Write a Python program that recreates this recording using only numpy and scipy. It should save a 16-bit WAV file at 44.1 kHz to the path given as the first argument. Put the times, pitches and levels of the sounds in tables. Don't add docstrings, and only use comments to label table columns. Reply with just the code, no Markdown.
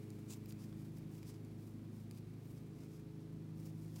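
import sys
import numpy as np
from scipy import signal
from scipy.fft import rfft, irfft
from scipy.io import wavfile

SR = 44100
rng = np.random.default_rng(int(sys.argv[2]) if len(sys.argv) > 2 else 0)


def master_out(mix):
    frames = np.transpose(np.atleast_2d(mix))
    ceiling = np.clip(frames, -1, 1)
    pcm = np.round(ceiling * 32767).astype(np.int16)
    wavfile.write(sys.argv[1], SR, pcm)


N = 176400


def amp(db):
    return 10 ** (np.asarray(db) / 20)


def unit(x):
    return x / np.sqrt(np.mean(x ** 2) + 1e-20)


def colour(x, spectrum, tilt_db=0):
    hz = np.fft.rfftfreq(len(x), 1 / SR) + 1
    points_hz, points_db = np.transpose(spectrum)
    db = np.interp(np.log(hz), np.log(points_hz), points_db)
    db += tilt_db * np.log2(np.maximum(hz, 1000) / 1000)
    return unit(irfft(rfft(x) * amp(db), len(x)))


def drift(rate_hz):
    t = np.linspace(0, N / SR, 400)
    ratios = np.arange(1, 13)[:, None] / 12
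    waves = np.sin(2 * np.pi * (rate_hz * ratios * t + rng.random(ratios.shape)))
    return np.interp(np.arange(N) / SR, t, waves.sum(0) / np.sqrt(len(ratios) / 2))


def add(mix, at, sound):
    part = mix[max(round(at * SR), 0):][:len(sound)]
    part += sound[:len(part)]


def ring(t, hz, t60):
    return (t > 0) * np.exp(-np.log(1000) * abs(t) / t60) * np.sin(2 * np.pi * hz * t)


def engine(firing_hz=26.42, jitter_rad=0.0086, throb=0.032):
    strong = [(4, [(0, -55), (.6, -55), (1.1, -58), (1.35, -54.5), (2.15, -54.5), (2.95, -60.5),
              (4, -53.5)]), (5, [(0, -59), (1.05, -57), (1.4, -62), (2.4, -58), (4, -61.5)]),
              (6, [(0, -63.5), (1, -53), (1.4, -59), (2.8, -57.5), (3.55, -51), (4, -51.5)]), (8, [(0, -62),
              (.5, -55.5), (1.1, -58.5), (1.35, -70), (1.8, -58), (2.4, -65.5), (4, -61.5)]),
              (9, [(1, -67.5), (1.9, -59), (2.7, -71.5)]), (12, [(0, -60), (1.8, -62.5), (2.3, -69.5),
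              (3.2, -60.5), (4, -62)]), (16, [(0, -62.5), (.9, -75.5), (1.4, -65.5), (2, -78.5), (2.6, -68),
              (3.2, -65), (4, -76)])]
    # (multiple of the firing rate, level [dB])
    weak = [(2, -74), (10, -68), (13, -71.5), (14, -76.5), (15, -79.5), (20, -80.5), (26, -85.5)]
    # (frequency [Hz], relative level [dB])
    rumble_colour = [(20, -29.5), (45, -12), (100, -7.5), (140, -1), (240, 0), (315, -0.5), (350, -2.5),
                     (400, -10.5), (470, -12.5), (560, -18.5), (1000, -28), (2000, -48.5)]
    t = np.arange(N) / SR
    angle = 2 * np.pi * firing_hz * t + jitter_rad * drift(rate_hz=5)
    harmonics = [(k, np.interp(t, *np.transpose(curve))) for k, curve in strong]
    harmonics += [(k, db + drift(rate_hz=1.6)) for k, db in weak]
    drone = sum(amp(db) * np.sqrt(2) * np.cos(k * angle + 2 * np.pi * rng.random())
                for k, db in harmonics)
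    throbbing = rng.standard_normal(N) * (1 + throb * np.cos(angle))
    return drone + amp(-58.5) * colour(throbbing, rumble_colour)


def room():
    # (frequency [Hz], level [dB])
    tones = [(56.7, -75), (170, -66.5)]
    # (frequency [Hz], relative level [dB])
    hiss_colour = [(100, 3.5), (900, 5), (1700, 0), (2350, -1), (2800, -3.5), (4000, -3.5), (7000, -10.5),
                   (16000, -17)]
    t = np.arange(N) / SR
    hum = sum(amp(db) * np.sqrt(2) * np.sin(2 * np.pi * (hz * t + rng.random())) for hz, db in tones)
    return hum + amp(-73) * colour(rng.standard_normal(N), hiss_colour)


def fabric():
    # (time [s], level [dB])
    levels = [(0, -71), (1.3, -75), (1.8, -77.5), (2.85, -76), (3.15, -79), (3.5, -78.5), (3.7, -78.5)]
    # (frequency [Hz], relative level [dB])
    rustle_colour = [(1000, -2.5), (1800, -5), (2350, 0), (3000, -8.5), (16000, -11)]
    envelope = amp(np.interp(np.arange(N) / SR, *np.transpose(levels)))
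    return envelope * colour(rng.standard_normal(N), rustle_colour)


def fibre_ticks(chatter_s=0.0006, tail_s=0.008):
    # (time [s], level [dB], band centre [Hz], band width [octaves], hook ring level [dB])
    ticks = [(.1042, -72, 7000, 0.71, -79.5), (0.4592, -70.5, 15000, 0.27, -75.5),
             (.486, -78, 14000, 0.3, -88), (0.492, -81, 13000, 0.6, -82), (0.5085, -73.5, 4500, 0.57, -85),
             (0.5243, -70, 10000, 1.8, -73.5), (1.449, -79.5, 7000, 1.1, -85),
             (0.985, -76, 13000, 0.84, -92), (2.1116, -67.5, 12000, 2.2, -73.5)]
    # (frequency [Hz], relative level [dB])
    snap_colour = [(1000, -24), (2500, 7), (16000, 6)]
    # (frequency [Hz], relative level [dB])
    hook_modes = [(2450, -1), (4950, 1), (7350, -5)]
    t = (np.arange(2048) - 128) / SR
    hz = np.fft.rfftfreq(len(t), 1 / SR) + 1
    decay = (t > 0) * (np.exp(-abs(t) / chatter_s) + amp(-24) * np.exp(-abs(t) / tail_s))
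    hook_ring = unit(sum(amp(db) * ring(t, mode_hz, t60=0.0084) for mode_hz, db in hook_modes))
    out = np.zeros(N)
    for at, db, centre_hz, octaves, ring_db in ticks:
        burst = 6 * (t == 0) + decay * rng.choice([-1, 1], len(t))
        band = np.exp(-(np.log2(hz / centre_hz) / octaves) ** 2 / 2)
        snap = colour(irfft(band * rfft(burst)), snap_colour)
        add(out, at + t[0], amp(db) * snap + amp(ring_db) * hook_ring)
    return out


def stroke(middle, length, db, spectrum, edge, spread_db, tilt_db=0, slips_per_s=6000):
    size = SR // 2
    start = max(middle - size / SR / 2, 0)
    t = start + np.arange(size) / SR
    slips = rng.standard_normal(size) * (rng.random(size) < slips_per_s / SR)
    slips *= amp(spread_db * np.minimum(rng.exponential(1, size), 4))
    swell = np.exp(-abs(2 * (t - middle) / length) ** edge / 2)
    return start, amp(db) * swell * colour(slips, spectrum, tilt_db)


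def yarn():
    # (middle time [s], length [s], level [dB])
    pull = (.32, 0.046, -55)
    # (frequency [Hz], relative level [dB])
    pull_colour = [(300, -12), (1100, -3), (1800, -17), (2600, -.5), (3100, -6), (3900, 0), (4500, -3),
                   (6500, 1), (7500, 5), (8400, -1), (9800, -3), (11000, -8), (16000, -4)]
    # (middle time [s], length [s], level [dB], brightness [dB/octave])
    rubs = [(0.365, 0.03, -73, 3), (0.503, 0.025, -62.5, 4), (0.625, 0.06, -66.5, 0),
            (0.82, 0.14, -74.5, 2.5), (0.974, 0.03, -70.5, 3), (1.155, 0.072, -69, 3),
            (1.288, 0.14, -71, -1.5), (1.29, 0.035, -63.5, 1), (1.654, 0.14, -74, 3.5),
            (1.995, 0.13, -75, 4), (2.165, 0.066, -70, 1), (2.513, 0.15, -72, 5),
            (2.575, 0.017, -70.5, -0.5), (2.817, 0.096, -71.5, -1), (2.94, 0.084, -72.5, 1.5),
            (3.221, 0.045, -76.5, -1), (3.598, 0.051, -70.5, 2.5), (3.666, 0.071, -67.5, 1.5),
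            (3.863, 0.18, -72, 1.5), (3.972, 0.041, -62.5, 0.5)]
    # (frequency [Hz], relative level [dB])
    rub_colour = [(300, -5), (1000, 2.5), (1700, -7.5), (2500, 0.5), (3100, -3), (4300, -1.5), (5000, 3.5),
                  (6500, -.5), (9000, -2), (16000, -5.5)]
    out = np.zeros(N)
    add(out, *stroke(*pull, pull_colour, edge=3, spread_db=2.5))
    for middle, length, db, tilt_db in rubs:
        spectrum = [(hz, level + 1.1 * rng.standard_normal()) for hz, level in rub_colour]
        add(out, *stroke(middle, length, db, spectrum, edge=2.2, spread_db=0.5, tilt_db=tilt_db))
    return out


def hook_knocks(thud_s=0.0023):
    # (time [s], ring level [dB], ring frequency [Hz], thud brightness [dB/octave])
    knocks = [(0.727, -78.5, 3400, -6.5), (1.2298, -76.5, 2420, -1)]
    # (frequency [Hz], relative level [dB])
    thud_colour = [(300, -10), (1100, -3), (16000, -7)]
    t = (np.arange(2048) - 128) / SR
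    out = np.zeros(N)
    for at, db, ring_hz, tilt_db in knocks:
        burst = (t > 0) * np.exp(-abs(t) / thud_s) * rng.standard_normal(len(t))
        thud = amp(4.5) * colour(burst, thud_colour, tilt_db)
        add(out, at + t[0], amp(db) * (unit(ring(t, ring_hz, t60=0.012)) + thud))
    return out


def scene():
    background = engine() + room()
    friction = fabric() + yarn()
    catching = amp(1.7 * drift(rate_hz=72.7))
    return (background + friction * catching + fibre_ticks() + hook_knocks())[None]


def record(dry):
    lowpass = signal.firwin(511, 15900, window=("kaiser", 9), fs=SR)
    return signal.oaconvolve(dry, lowpass[None], "same")


dry = scene()
out = record(dry)
master_out(out)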